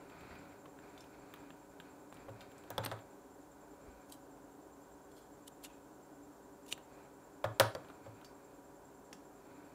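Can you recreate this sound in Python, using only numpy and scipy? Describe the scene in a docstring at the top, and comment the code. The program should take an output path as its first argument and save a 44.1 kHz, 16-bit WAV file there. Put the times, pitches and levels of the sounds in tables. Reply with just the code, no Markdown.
"""Heavy tailor's scissors, close to the microphone at a sewing table in a small room, in mono.
They are picked up, snip thread with grinding, briefly ringing blades, and are put down with a knock
that rings the table top. Around them hands slide cloth, fingers tap and bangles clink.
Behind it all the room hums faintly and a thin high whine throbs about ten times a second."""
import sys
import numpy as np
from scipy import signal
from scipy.io import wavfile

SR = 44100
rng = np.random.default_rng(int(sys.argv[2]) if len(sys.argv) > 2 else 0)


def to_wav(s):
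    """Save 16-bit WAV."""
    ch = np.atleast_2d(s).T  # columns
    pcm = np.round(np.clip(ch, -1, 1) * 32767)  # PCM
    wavfile.write(sys.argv[1], SR, pcm.astype(np.int16))


N = 429534
CLOCK = np.arange(N) / SR
RING = np.arange(SR // 2) / SR  # time since a blow


def amp(db):
    """Decibels to gain."""
    return 10 ** (np.asarray(db) / 20)


def unit_rms(x):
    """Scales to rms 1."""
    return x / np.sqrt(np.mean(x ** 2) + 1e-20)


def blow(x):
    """Scales a short sound to the energy of 10 ms at rms 1."""
    return x * np.sqrt(SR / 100 / np.sum(x ** 2))


def read(points, hz):
    """Reads a curve on a log-frequency axis."""
    f, value = np.transpose(points)
    return np.interp(np.log(hz + 1), np.log(f), value)


def colour(x, points, tilt_db=0, size=8192):
    """Causal filter with the given spectrum, tilted by tilt_db per octave above 500 Hz."""
    hz = abs(np.fft.fftfreq(size, 1 / SR))
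    log_gain = np.log(amp(read(points, hz) + tilt_db * np.log2(np.maximum(hz, 500))))
    impulse = np.fft.ifft(np.exp(np.conj(signal.hilbert(log_gain)))).real  # minimum phase
    return signal.oaconvolve(x, impulse[:size // 2])[:len(x)]


def noise(spectrum):
    """Steady coloured noise of rms 1."""
    return unit_rms(colour(rng.standard_normal(N), spectrum))


def bell(s, half_s):
    """A smooth swell at time s, down to 1/e at half_s either side."""
    return np.exp(-((CLOCK - s) / half_s) ** 2)


def drift(per_s):
    """Random wander of rms 1, with per_s turning points a second."""
    knots = rng.standard_normal(1000)
    return unit_rms(np.interp(CLOCK * per_s, np.arange(len(knots)), knots))


def dying(t60):
    """Decay by 60 dB in t60 seconds."""
    return amp(-60 * RING / t60)


def contact(t60, chatter, bite=0.96):
    """One sharp impulse, a millisecond of hard biting, then a dying chatter of tiny contacts."""
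    first, later = rng.standard_normal((2, len(RING)))
    impulse = blow(1. * (RING == 0))
    return impulse + bite * blow(first * dying(0.0027)) + chatter * blow(later * dying(t60))


# the room's low noise and the hiss above it: f/Hz, density/dB
AIR_SPECTRUM = [(20, -29.5), (33, -34), (48, -0.5), (80, -7), (170, -7.5), (235, -4.5), (290, 9),
                (345, -2.5), (410, 2.5), (480, -2.5), (970, -4.5), (1250, -11.5), (1550, -12),
                (2000, -24.5), (3200, -48), (16000, -55.5)]
HISS_SPECTRUM = [(3000, 3), (5300, 1.5), (6800, 7), (8000, 4), (12000, 1), (15500, 2.5)]
# hum lines in the room: f/Hz, level/dB
HUM_LINES = [(140, -76), (199.2, -75.5), (279.6, -71.5), (299, -73), (398.6, -68.5), (559.5, -70),
             (748, -74), (966, -74), (1497, -82.5), (5416, -94.5), (10831, -98.5)]


def room_tone(air_db=-59, hiss_db=-71.5, waver_db=1.0, wander_cycles=0.2):
    """All around the microphone: steady noise, an even hiss and a wavering hum."""
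    out = amp(air_db) * noise(AIR_SPECTRUM) + amp(hiss_db) * noise(HISS_SPECTRUM)
    for hz, db in HUM_LINES:
        level = np.sqrt(2) * amp(db + waver_db * drift(6.4))
        out += level * np.sin(2 * np.pi * (hz * CLOCK + wander_cycles * drift(6)))
    return out


# narrow noise band around the whine: f/Hz, density/dB
WHINE_BAND = [(5000, -31), (6900, -26.5), (7200, -11), (7320, 3.5), (7480, -5.5), (7570, 0), (7720, -41.5),
              (9000, -32)]


def whine(band_db=-80, tone_db=-81, hz=7370, wander_hz=120, throbs_per_s=9.932, depth_db=15.5):
    """Faint in the background, an unsteady tone in noise; each throb swells fast and fades slower."""
    rise, peak_at = 0.23, 0.9  # shares of a cycle
    since_peak = (throbs_per_s * CLOCK - peak_at) % 1
    dip = np.minimum(since_peak / (1 - rise), (1 - since_peak) / rise)
    throb = unit_rms(amp(-depth_db * dip))
    tone = np.sqrt(2) * np.sin(2 * np.pi * np.cumsum(hz + wander_hz * drift(100)) / SR)
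    return throb * (amp(tone_db) * tone + amp(band_db) * noise(WHINE_BAND))


# decay of the small room: f/Hz, t60/s
ROOM_DECAY = [(100, 0.21), (500, 0.22), (1500, 0.24), (4000, 0.25), (9000, 0.25), (15000, 0.18)]


def reverb(x, build_s=0.03):
    """The near walls return a dense tail that builds quickly, each band dying at its own speed."""
    hz, t, bands = signal.stft(rng.standard_normal(len(RING)), SR, nperseg=256)
    bands *= amp(-60 * t / read(ROOM_DECAY, hz)[:, None])
    tail = signal.istft(bands, SR, nperseg=256)[1][:len(RING)] * (1 - np.exp(-RING / build_s))
    walls = [(120, -5), (330, -3), (560, -9), (1000, -6.5), (2000, -13), (4000, -13), (12000, -18.5)]
    return signal.oaconvolve(x, colour(tail / np.linalg.norm(tail), walls))[:N]


# the forearm shifts on the table: middle t/s, half length/s, level/dB, f/Hz
ARM_SHIFTS = [(0.252, 0.25, -69, 66), (3.88, 0.043, -61.5, 52.5)]


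def forearm():
    """Each shift of the arm swells into a dull rumble in the table."""
    out = np.zeros(N)
    for s, half_s, db, hz in ARM_SHIFTS:
        rumble = noise([(hz / 2, -22), (hz, 0), (hz * 2, -12), (hz * 10, -60)])
        out += amp(db) * bell(s, half_s) * rumble
    return out


# the hand pushes cloth across the table: middle t/s, length/s, level/dB
CLOTH_PUSHES = [(0.282, 0.59, -58), (.95, 0.37, -62), (1.34, 0.65, -63), (1.88, 0.27, -65),
                (2.21, 0.29, -64.5), (2.384, 0.22, -64.5), (2.755, 0.62, -62.5), (3.883, 0.39, -67),
                (6.967, 0.25, -64), (7.95, 1, -65), (9.617, 0.5, -66.5)]


def rubbing(resting_db=-79):
    """Strength of the rub: each push speeds up and slows down, over the rustle of a resting hand."""
    power = sum((amp(db) * bell(s, length / 2)) ** 2 for s, length, db in CLOTH_PUSHES)
    return np.sqrt(amp(resting_db) ** 2 + power)


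# cloth on the table top: f/Hz, density/dB
CLOTH_SPECTRUM = [(30, -7.5), (100, 13.5), (300, 4), (700, 5.5), (1150, 1.5), (1500, 6), (1750, -2.5),
                  (2080, -2), (2430, 2.5), (2850, -12), (3500, -12), (4500, -9.5), (7000, -31.5),
                  (16000, -27)]


def cloth(rub, flutter_db=2.0):
    """Cloth slides over the table with uneven friction."""
    return noise(CLOTH_SPECTRUM) * rub * amp(flutter_db * drift(35))


# fingers, bangles and scissor handles tap the table: t/s, level/dB, tilt/(dB/octave)
LIGHT_TAPS = [(.657, -55, -6), (.789, -58, -5), (1.339, -51.5, 0), (1.505, -53.5, -3.5), (1.801, -51, -3),
              (2.126, -55, -1), (2.8615, -43.5, -4.5), (6.727, -50.5, -14.5), (6.778, -57.5, -1.5),
              (7.847, -56.5, -6), (7.9007, -52.5, -4.5), (9.1286, -52.5, -4)]
# one tap: f/Hz, density/dB
TAP_SPECTRUM = [(40, -19), (150, 1), (600, -2.5), (1150, 3.5), (1550, 3), (2100, -6.5), (2800, -0.5),
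                (3700, -2.5), (5000, -17), (9000, -17), (15000, -11)]


def taps(rub, t60=.038, chatter=1.8, touches_per_s=4, touch_db=-64, moving_db=-68):
    """Light taps, all damped alike by the hand; fainter touches come by chance while it moves."""
    touches = (rng.random(N) < touches_per_s / SR) * (rub > amp(moving_db)) * amp(touch_db)
    out = signal.oaconvolve(touches, blow(colour(contact(t60, chatter), TAP_SPECTRUM)))[:N]
    for s, db, tilt_db in LIGHT_TAPS:
        add_at(out, s, amp(db) * blow(colour(contact(t60, chatter), TAP_SPECTRUM, tilt_db)))
    return out


def add_at(mix, s, sound):
    """Mixes a sound in at time s."""
    part = mix[max(round(s * SR), 0):][:len(sound)]
    part += sound[:len(part)]


# bangles and small steel parts at the table: t/s, level/dB, lowest mode f/Hz, t60/s
METAL_CLINKS = [(.978, -58.5, 3550, 0.22), (1.007, -59, 5400, 0.066), (2.126, -74, 8200, .03),
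                (2.143, -64.5, 8160, 0.024), (2.408, -57.5, 3760, 0.13), (2.413, -58, 2410, 0.13),
                (2.581, -63.5, 7800, 0.049), (8.247, -57, 4673, 0.18), (9.1302, -53.5, 5630, 0.017)]
# their modes: f/lowest mode, level/dB
METAL_MODES = [(1, 9.5), (1.129, 3.5), (1.31, 0.5), (1.62, -8), (1.9, -6)]
# their rattle: f/lowest mode, density/dB
RATTLE_SPECTRUM = [(.25, -25), (.47, -3), (1, 0), (1.5, -4), (3, -13)]


def clinks(rattle_db=-1, pair_spread=.012):
    """A brief rattle sets a few thin metal modes ringing in close, beating pairs."""
    out = np.zeros(N)
    for s, db, hz, t60 in METAL_CLINKS:
        pairs = 1 + pair_spread * rng.standard_normal((len(METAL_MODES), 2))
        ring = sum(amp(level) * np.sin(2 * np.pi * ratio * hz * detune * RING)
                   for (ratio, level), pair in zip(METAL_MODES, pairs) for detune in pair)
        spectrum = [(hz * ratio, level) for ratio, level in RATTLE_SPECTRUM]
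        rattle = colour(contact(t60=.08, chatter=2.2), spectrum)
        add_at(out, s, amp(db) * blow(blow(ring * dying(t60)) + amp(rattle_db) * blow(rattle)))
    return out


# the scissor tips scrape and squeak on the table: f/Hz, density/dB
SCRAPE_SPECTRUM = [(40, -39), (150, -17), (550, -5), (900, 6.5), (1200, -6), (1900, -1), (3000, -11),
                   (3900, -2), (5000, -15), (12000, -21), (16000, -30)]
SQUEAK_SPECTRUM = [(5000, -19), (7800, -20), (8400, -6), (9000, 1), (9600, -24), (11500, -7), (12500, -2),
                   (13400, -12), (14500, -17)]


def tip_drag(scrape_db=-42, squeak_db=-39):
    """As the scissors are lifted the tips scrape the table, then squeak as they leave it."""
    scrape = amp(scrape_db) * bell(s=2.843, half_s=0.0072) * noise(SCRAPE_SPECTRUM)
    squeak = amp(squeak_db) * bell(s=2.8503, half_s=0.0029) * noise(SQUEAK_SPECTRUM)
    return scrape + squeak


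# the scissors knock on the table:
# t/s, top level/dB, top tilt/(dB/octave), crack level/dB, crack tilt/(dB/octave), thump level/dB
TABLE_KNOCKS = [(2.284, -46, -5, -51, -15, -48), (2.7041, -40, 0, -46, 6, -52),
                (2.7803, -33.5, -4, -38.5, -3, -40), (2.861, -42.5, -0.5, -41, -2, -48),
                (2.9151, -35, -0.5, -48, -4, -47), (7.4421, -30.5, -1.5, -38.5, -4.5, -38),
                (7.5988, -19, 1.5, -25.5, 0.5, -32.5), (7.7507, -35.5, -6, -48.5, -3, -60),
                (8.064, -49, -7.5, -60, -8, -49.5)]
# main modes of the table top: f/Hz, level/dB, t60/s
TOP_MODES = [(302, -20, 0.15), (401, -9.5, 0.094), (459, -12, 0.11), (543.3, 5.5, 0.061),
             (590, -5.5, 0.039), (676, -20, 0.1), (772.5, -5, 0.092), (955, -15.5, 0.13),
             (1265, -23.5, 0.092), (1510, -13.5, 0.105), (1528, 1, 0.009), (1695, -13, 0.085),
             (1710, -24.5, 0.086)]
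# its crowd of weaker modes, and the crack of steel on it: f/Hz, density/dB
WOOD_SPECTRUM = [(60, -13.5), (180, -4), (250, -10), (400, -10), (560, 8), (800, 2.5), (1000, -2),
                 (1400, -1), (2100, -11.5), (4000, -26), (8000, -25.5), (16000, -34.5)]
CRACK_SPECTRUM = [(200, -18.5), (900, -1), (1900, -3.5), (2550, -10), (3400, 2), (4400, -4), (6000, -9),
                  (7500, -14), (9000, -7.5), (10500, -15), (12500, -9.5), (15500, -11.5)]


def knocks(wood_db=-4, modes_db=-5.5, rise_s=0.0028):
    """Steel cracks on the table top and the board rings."""
    out = np.zeros(N)
    onset = 1 - np.exp(-RING / rise_s)
    for s, top_db, top_tilt_db, crack_db, crack_tilt_db, _ in TABLE_KNOCKS:
        # the downward tilt of softer blows leaves the higher modes weak
        modes = sum(amp(db + top_tilt_db * np.log2(max(hz / 600, 1)))
                    * dying(t60) * np.sin(2 * np.pi * hz * RING) for hz, db, t60 in TOP_MODES)
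        wood = colour(rng.standard_normal(len(RING)) * dying(0.075), WOOD_SPECTRUM, top_tilt_db)
        board = amp(modes_db) * blow(modes * onset) + amp(wood_db) * blow(wood * onset)
        crack = colour(contact(t60=0.028, chatter=1.5, bite=1.3), CRACK_SPECTRUM, crack_tilt_db)
        add_at(out, s, amp(top_db) * board - amp(crack_db) * blow(crack))
    return out


def thumps(hz=110, swell_s=.027, echo_s=.045, echo_gain=0.51):
    """With each knock the whole table swings up slowly in a low thump, which the walls return once."""
    out = np.zeros(N)
    swell = (RING / swell_s * np.exp(1 - RING / swell_s)) ** 4
    thump = swell * np.sin(2 * np.pi * hz * RING)
    echo = echo_gain * np.interp(RING - echo_s, RING, thump)
    for s, *_, thump_db in TABLE_KNOCKS:
        add_at(out, s, amp(thump_db) * (thump + echo))
    return out


# resonances of the hand-damped blades: f/Hz, width/Hz, level/dB
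BLADE_MODES = [(2840, 210, 3), (3630, 270, 0), (4280, 190, -4.5), (5900, 340, -13), (7030, 104, 4.5),
               (7740, 400, -12), (8000, 370, -5), (10150, 740, -7.5), (14100, 1900, -24)]


def blade_spectrum(grip, valley_db, damping):
    """Resonances, shifted by grip and widened by damping, over a weak broad response with no bass."""
    hz = np.geomspace(50, 20000, 600)
    peaks = sum(amp(db) ** 2 / (1 + 2 * ((hz - f * grip) / (width * damping)) ** 2) ** 2
                for f, width, db in BLADE_MODES)
    broad = amp(valley_db) ** 2 / (1 + (hz / 10500) ** 4)
    bass_loss = 1 + (1200 / hz) ** 4
    return np.c_[hz, 10 * np.log10((peaks + broad) / bass_loss)]


# the blades snap shut near the microphone: t/s, level/dB, tilt/(dB/octave), grip pitch factor
BLADE_SNAPS = [(2.7803, -41.5, -6.5, 1.22), (2.8616, -47, -4, 1.2), (5.4794, -60, -4, 1.17),
               (6.726, -36.5, -4, 1.024), (7.7498, -53, -9, 1.6)]


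def snaps():
    """The blades strike each other and ring briefly."""
    out = np.zeros(N)
    for s, db, tilt_db, grip in BLADE_SNAPS:
        strike = contact(t60=.022, chatter=.55, bite=.45)
        ring = colour(strike, blade_spectrum(grip, valley_db=-25, damping=1.3), tilt_db)
        add_at(out, s, amp(db) * blow(ring))
    return out


# the blades slide over each other near the microphone:
# strongest bite t/s, rise/s, fall/s, level/dB, tilt/(dB/octave), grip pitch factor
BLADE_STROKES = [(4.099, .006, 0.0088, -59, 5, 0.92), (4.123, .004, 0.019, -53, 2.5, 1.1),
                 (5.118, .008, 0.011, -70, 0, 1.2), (5.171, 0.011, 0.047, -64.5, -0.5, 1.17),
                 (5.479, 0.004, 0.004, -50, 3, 1.05), (5.64, 0.0033, 0.0067, -48.5, 3, 1.15),
                 (5.651, 0.007, 0.0088, -48, -0.5, 1), (5.70, .03, 0.062, -67.5, -6.5, .9),
                 (6.665, .002, 0.0026, -56, 3, 0.97), (6.688, .007, 0.015, -55, 2, 0.99),
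                 (6.7222, 0.0065, 0.0079, -41.5, 1, 0.85)]


def strokes(grit_db=6, slip_db=2.5, slips_per_s=700):
    """The edges grind in fine grains as they stick and slip, exciting the blades' resonances."""
    out = np.zeros(N)
    t = RING - RING[-1] / 2  # zero at the strongest bite
    for s, rise, fall, db, tilt_db, grip in BLADE_STROKES:
        grains = rng.standard_normal(len(t)) * amp(grit_db * rng.standard_normal(len(t)))
        slips = amp(slip_db * np.repeat(rng.standard_normal(len(t)), SR // slips_per_s)[:len(t)])
        pressure = np.exp(np.minimum(t, 0) / rise - np.maximum(t, 0) / fall)
        grind = colour(grains * slips, blade_spectrum(grip, valley_db=-11, damping=.8), tilt_db)
        add_at(out, s + t[0], amp(db) * pressure * unit_rms(grind))
    return out


def scene(blades_wet=0.28):
    """The blades, close to the microphone, stir the room less than the table; both channels alike."""
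    rub = rubbing()
    table = knocks() + cloth(rub) + taps(rub) + forearm() + clinks() + tip_drag()
    blades = snaps() + strokes()
    mono = table + thumps() + blades + reverb(table + blades_wet * blades) + room_tone() + whine()
    return np.array([mono, mono])


def record(dry, edge_hz=15650):
    """The recorder's band limit."""
    lowpass = signal.firwin(511, edge_hz, window=("kaiser", 8), fs=SR)
    return signal.oaconvolve(dry, lowpass[None], "same")


dry = scene()
out = record(dry)
to_wav(out)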